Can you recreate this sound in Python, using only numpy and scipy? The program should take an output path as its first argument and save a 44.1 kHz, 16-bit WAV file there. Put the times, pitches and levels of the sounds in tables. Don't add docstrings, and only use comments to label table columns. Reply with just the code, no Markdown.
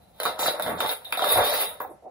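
import sys
import numpy as np
from scipy import signal
from scipy.fft import rfft, irfft
from scipy.io import wavfile
from scipy.ndimage import uniform_filter1d, map_coordinates

SR = 44100
rng = np.random.default_rng(int(sys.argv[2]) if len(sys.argv) > 2 else 0)


def generate_wav(signal):
    frames = np.transpose(np.atleast_2d(signal))
    scaled = np.clip(frames, -1, 1) * 32767
    pcm = np.round(scaled).astype(np.int16)
    wavfile.write(sys.argv[1], SR, pcm)


def voltage_ratio(decibels):
    exponent = np.asarray(decibels, float) / 20
    return 10 ** exponent


N = 92610

# [t/s, sheet level/dB, frame ring level/dB, sizzle level/dB, rattle t60/s]
BUCKLES = [(0.201, -12, -34, -32, 0.21), (0.233, -19.5, -33, -31.5, 0.16), (0.253, -22, -23.5, -27.5, 0.22),
           (0.261, -9.5, -32, -35.5, 0.33), (0.393, -19, -46, -34.5, 0.36), (0.462, -10, -37, -25.5, 0.12),
           (0.482, -3, -52, -42, 0.05), (0.597, -8, -33, -35.5, 0.059), (0.623, -45, -28, -27, 0.16),
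           (0.663, -9.5, -29.5, -41, 0.24), (0.8044, -10.5, -25, -27.5, 0.39),
           (0.892, -11, -22.5, -29, 0.06), (1.047, -54, -45.5, -42.5, 0.45),
           (1.124, -17.5, -29.5, -28.5, 0.17), (1.173, -21.5, -28.5, -31, 0.27),
           (1.194, -15, -28.5, -49, 0.43), (1.222, -12, -23, -33.5, 0.45), (1.244, -15, -28.5, -27, 0.37),
           (1.36, -28, -53, -28, 0.21), (1.374, -0.5, -48, -29, 0.2), (1.386, -6, -39.5, -48, 0.3),
           (1.801, -14.5, -52.5, -46.5, 0.21), (1.849, -43, -69, -70.5, 0.13)]
# [t/s, flexing level/dB, edge pressure on the frame level/dB, sliding level/dB]
HAND_MOTION = [(0, -66, -73.5, -68.5), (.13, -79, -73, -67.5), (.19, -55, -53.5, -54.5),
               (.37, -46.5, -59, -71), (.4, -31, -37.5, -27.5), (.5, -32, -37, -31), (.58, -42, -50.5, -49),
               (.7, -31, -90, -35), (.78, -36.5, -46.5, -55.5), (.91, -34, -42.5, -26.5),
               (1.0, -56, -62.5, -55), (1.16, -52.5, -59, -53.5), (1.31, -28, -27, -21.5),
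               (1.45, -28.5, -33.5, -29.5), (1.61, -34, -37, -26.5), (1.7, -45.5, -58.5, -38),
               (1.79, -53, -62, -59.5), (2.0, -71, -90, -79.5)]
# [t/s, level/dB, f/Hz, ring t60/s]
CREASE_SNAPS = [(0.2009, -17, 1310, 0.0053), (0.2032, -22, 4200, 0.01), (0.2535, -11, 1100, 0.0084),
                (0.259, -11, 1250, 0.014), (0.2623, -26.5, 3850, 0.018), (0.2652, -13.5, 1340, 0.011),
                (0.2699, -15, 1000, 0.0062), (.273, -27, 800, 0.0098), (.276, -20.5, 3900, 0.018),
                (.298, -21.5, 620, .02), (0.3937, -13, 900, 0.0066), (0.3926, -23.5, 3850, .03),
                (0.423, -34, 3850, 0.035), (.426, -18, 880, 0.023), (0.432, -18, 3800, 0.029),
                (0.4603, -12.5, 1334, 0.0084), (.4625, -20, 660, 0.023), (0.482, -19, 1330, 0.013),
                (.483, -14, 700, 0.017), (0.481, -25, 3900, 0.024), (0.51, -24.5, 520, .03),
                (.541, -23.5, 560, 0.07), (.598, -25, 1450, 0.015), (.6632, -20, 860, 0.0097),
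                (0.8058, -12, 1376, 0.012), (.8062, -20, 845, 0.035), (0.862, -17.5, 3800, 0.015),
                (.891, -23.5, 900, 0.0098), (.893, -34, 3850, 0.038), (1.0488, -58, 3780, 0.051),
                (1.068, -38, 780, 0.029), (1.1258, -11.5, 2770, 0.0079), (1.1269, -15, 1280, 0.0079),
                (1.1247, -22, 4540, 0.0087), (1.175, -21, 700, 0.036), (1.194, -13, 1280, 0.014),
                (1.223, -15.5, 720, 0.057), (1.2415, -11.5, 1240, 0.022), (1.337, -21, 600, 0.055),
                (1.3595, -11, 690, .022), (1.3715, -12, 624, 0.027), (1.383, -8.5, 700, 0.016),
                (1.3885, -8, 680, 0.016), (1.432, -13.5, 1100, 0.0087), (1.4375, -11.5, 790, 0.0096),
                (1.46, -18.5, 800, .03), (1.8043, -16.5, 1018, 0.01), (1.8046, -29, 1564, 0.013),
                (1.849, -22.5, 790, .02)]
# [start t/s, length t/s, level/dB, centre f/Hz, width f/Hz]
FRAME_RUBS = [(0.227, 0.011, -45.5, 6170, 1490), (0.386, 0.073, -38.5, 6900, 5020),
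              (0.783, 0.014, -48.5, 7700, 2500), (1.043, 0.014, -36.5, 3770, 250),
              (1.131, 0.011, -31, 2280, 2200), (1.41, 0.22, -37.5, 4400, 3250),
              (1.649, 0.033, -38.5, 3770, 260), (1.801, 0.03, -37, 14350, 1800),
              (1.803, 0.057, -41, 890, 594), (1.856, 0.059, -37, 650, 500),
              (1.896, 0.018, -54.5, 10800, 1500), (2.016, 0.055, -36, 648, 350)]
# [t/s, level/dB, f/Hz, length t/s]
FLEX_THUMPS = [(0.296, -56, 71.4, 0.041), (0.466, -46.5, 177, 0.077), (0.669, -66, 68.6, .06),
               (0.717, -36.5, 235, 0.1), (0.755, -52, 74.7, .06), (1.21, -63, 65, .04),
               (1.388, -30.5, 68, 0.054), (0.85, -46.5, 140, 0.028), (1.45, -48.5, 55, 0.039),
               (1.551, -55, 111, 0.055), (1.956, -59, 119, .04)]
# [f/Hz, level/dB]
SHEET_MODES = [(446, 17), (510, 5.5), (563, 7.5), (626, 11.5), (691, -1.5), (796, -10.5), (900, 11.5),
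               (978, -7.5), (1070, -29), (1209, 7.5), (1330, -4.5), (1810, -25.5), (2490, -13.5)]
# [f/Hz, level/dB]
SHEET_BED_COLOUR = [(150, -31.5), (300, -16), (450, 4), (630, 6), (1030, -8), (1400, -8.5), (2200, -13),
                    (2600, -28.5)]
# [f/Hz, width f/Hz, level/dB]
FRAME_MODES = [(3400, 120, -53), (3740, 290, -4), (3770, 28, 7.5), (3805, 210, 2), (4100, 760, -11.5)]
# [f/Hz, level/dB]
SIZZLE_COLOUR = [(2000, -9.5), (3000, -12), (4700, -26), (6500, -32), (8600, -21), (10800, 4.5),
                 (12000, -10.5), (15300, -1)]
# [f/Hz, level/dB]
AIR_COLOUR = [(18, -12), (30, -76), (252, -11.5), (345, -12.5), (721, -3.5), (1160, -22.5), (3670, -30),
              (12500, -36.5), (14500, -48.5)]
# [f/Hz, lead of the left port/radians]
PORT_LEAD = [(0, 0), (1500, 0), (3100, -3.1), (4480, -.5), (7500, 6.3), (9390, 11.5), (12300, 6.3),
             (16500, -.65)]
# [f/Hz, threshold under the moment's level/dB]
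THINNING = [(2300, -68.5), (3000, -27.5), (3800, -47.5), (5200, -37), (8800, -55), (9800, -44.5)]

SIDE = np.array([[1], [-1]])


def unit(x):
    return x / np.sqrt(np.mean(x ** 2))


def noise():
    return rng.standard_normal(N)


def high_pass(x, order, hz):
    return signal.lfilter(*signal.butter(order, hz, "high", fs=SR), x)


def colour(x, table):
    hz, db = np.array(table, float).T
    f = np.log(np.fft.rfftfreq(4096, 1 / SR) + 1)
    points = np.log(np.r_[hz[0] / 2, hz, hz[-1] * 1.1])
    levels = np.r_[db[0] - 30, db, db[-1] - 40]
    cepstrum = irfft(np.log(voltage_ratio(np.interp(f, points, levels))))
    cepstrum[1:2048] *= 2
    cepstrum[2049:] = 0
    h = irfft(np.exp(rfft(cepstrum)))
    return signal.fftconvolve(x, h / np.sqrt(np.sum(h ** 2)))[:N]


def ring(x, modes):
    t = np.arange(8192)[:, None] / SR
    hz, width, db = np.array(modes, float).T
    decay = np.exp(-np.pi * width * t)
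    h = (voltage_ratio(db) * width * decay * np.sin(2 * np.pi * hz * t)).sum(axis=1)
    return signal.fftconvolve(x, h / np.sqrt(np.sum(h ** 2)))[:N]


def walk(rate):
    return unit(uniform_filter1d(noise(), max(int(SR / rate), 1)))


def bent(drive, modes, bend):
    even = np.arange(N)
    bend_rate_hz = 9
    clock = np.cumsum(np.clip(1 + bend * walk(bend_rate_hz), .8, 1.2))
    clock = clock * (N - 1) / clock[-1]
    warped = map_coordinates(drive, [np.interp(even, clock, even)])
    return map_coordinates(ring(warped, modes), [clock], mode="nearest")


def grains():
    spread_db = 2.5
    return unit(noise() * voltage_ratio(spread_db * rng.exponential(size=N)))


def motion(axis, trim_db, tick_db=4.5):
    flutter_db, rattle_db, tick_s = 2.5, -9.5, .0012
    t, hand = np.arange(N) / SR, np.array(HAND_MOTION)
    hand_db = np.interp(t, hand[:, 0], hand[:, axis])
    power = voltage_ratio(hand_db + flutter_db * walk(40)) ** 2
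    ticks = np.zeros(N)
    for row in BUCKLES:
        start, t60 = row[0], max(row[4], .01)
        age = np.maximum(t - start, 0)
        size = voltage_ratio(row[axis] + trim_db) * (t >= start)
        power = power + (size * voltage_ratio(rattle_db - 60 * age / t60)) ** 2
        ticks = ticks + size * voltage_ratio(tick_db) * np.exp(-age / tick_s)
    return np.sqrt(power) * grains() + ticks * noise()


def sheet():
    modes_db, damping, bend = -3, 0.048, 0.059
    drive = motion(axis=1, trim_db=-9, tick_db=-6)
    modes = [(hz, hz * damping, db) for hz, db in SHEET_MODES]
    return voltage_ratio(modes_db) * bent(drive, modes, bend) + colour(drive, SHEET_BED_COLOUR)


def snaps():
    t, out = np.arange(N) / SR, 0
    for start, db, hz, t60 in CREASE_SNAPS:
        age = np.maximum(t - start, 0)
        phase = 2 * np.pi * hz * age * (1 + 0.028 * walk(300))
        out = out + voltage_ratio(db - 60 * age / t60) * np.sin(phase)
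    return out


def frame():
    return bent(motion(axis=2, trim_db=1.5), FRAME_MODES, bend=.025)


def rubs():
    edge_s = 0.018
    t, out = np.arange(N) / SR, 0
    for start, length, db, hz, width in FRAME_RUBS:
        rise = edge_s * 1000 / hz
        swell = np.clip((t - start) / rise / 3, 0, 1)
        fade = np.exp(-np.maximum(t - start - length, 0) / edge_s)
        band = [(hz, width, 0)]
        friction = unit(ring(ring(grains(), band), band))
        out = out + voltage_ratio(db) * swell * fade * friction
    return out


def sizzle(trim_db):
    return colour(motion(axis=3, trim_db=trim_db), SIZZLE_COLOUR)


def thumps():
    t, out = np.arange(N) / SR, 0
    for centre, db, hz, length in FLEX_THUMPS:
        puff = ring(noise(), [(hz, hz * 0.58, 0)])
        out = out + voltage_ratio(db) * puff * np.exp(-((t - centre) / length) ** 2 * 2)
    return out


def at_ports(near):
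    left_db = -1.17
    lead = np.interp(np.fft.rfftfreq(N, 1 / SR), *np.array(PORT_LEAD).T) / 2
    return irfft(rfft(near) * np.exp(1j * lead * SIDE), N) * voltage_ratio(left_db * SIDE)


def room(x):
    t60_s, level_db, top_hz = 0.15, -2, 9330
    t = np.arange(SR // 2) / SR
    tail = rng.standard_normal((2, len(t))) * voltage_ratio(-60 * t / t60_s) * (t > .002)
    tail = signal.lfilter(*signal.butter(4, top_hz, fs=SR), tail)
    tail = tail / np.sqrt(np.sum(tail ** 2) / 2)
    return voltage_ratio(level_db) * signal.fftconvolve(high_pass(x, 1, 900)[None], tail, axes=1)[:, :N]


def air():
    mid, apart = colour(noise(), AIR_COLOUR), colour(noise(), AIR_COLOUR)
    return voltage_ratio(-61.5) * (mid + 0.96 * apart * SIDE)


def rumble():
    modes = [(68, 60, 0), (170, 120, -6)]
    hum, apart = ring(noise(), modes), ring(noise(), modes)
    return voltage_ratio(-59 + 1.8 * walk(2)) * (hum + 0.4 * apart * SIDE)


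def scene():
    flicks = snaps()
    body = high_pass(sheet() + flicks + rubs(), 3, 287)
    near = body + frame() + sizzle(trim_db=7) + thumps()
    spread = 0.21 * sizzle(trim_db=1.5) + 0.092 * thumps()
    echoes = room(near - 0.44 * flicks)
    return at_ports(near) + spread * SIDE + echoes + air() + rumble()


def thinned(x):
    patchy_db, follows_own, quiet_db = 8.5, 0.37, -103
    cancel_hz, cancel_width_hz, cancel_db = 14180, 260, -5
    pair = np.array([[1, 0.88], [1, -0.91]])
    f, _, z = signal.stft(pair @ x / 2, SR, nperseg=2048)
    f = f[:, None]
    loud = np.sqrt((np.abs(z) ** 2).sum(axis=(0, 1)))
    own = uniform_filter1d(np.abs(z).sum(axis=0), size=40, axis=0) + 1e-12
    patch = np.repeat(rng.standard_normal((2, 86, z.shape[2])), 12, axis=1)[:, :len(f)]
    hz, db = np.array(THINNING).T
    under_db = np.interp(np.log(f + 1), np.log(hz), db)
    limit = (loud ** 1.44 * voltage_ratio(under_db + 2)) ** (1 - follows_own) * own ** follows_own
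    limit = limit * voltage_ratio(patchy_db * patch)
    limit = limit * (np.roll(loud, -1) < 2 * np.roll(loud, 1))
    limit = np.maximum(limit, voltage_ratio(quiet_db) * (f > 13400))
    cancel = np.exp(-((f - cancel_hz) / cancel_width_hz) ** 4)
    limit[0] = np.maximum(limit[0], own * voltage_ratio(cancel_db) * cancel)
    return pair @ signal.istft(z * (np.abs(z) > limit), SR, nperseg=2048)[1][:, :N]


def low_pass(x):
    return signal.sosfilt(signal.butter(12, 16950, fs=SR, output="sos"), x)


def record(dry):
    heard = high_pass(dry, 2, 73)
    rounded = np.tanh(1.5 * heard) / 1.5
    top_cut = signal.ellip(6, .5, 24, 15680, fs=SR, output="sos")
    finished = thinned(signal.sosfilt(top_cut, rounded))
    return low_pass(finished)


dry = scene()
out = record(dry)
generate_wav(out)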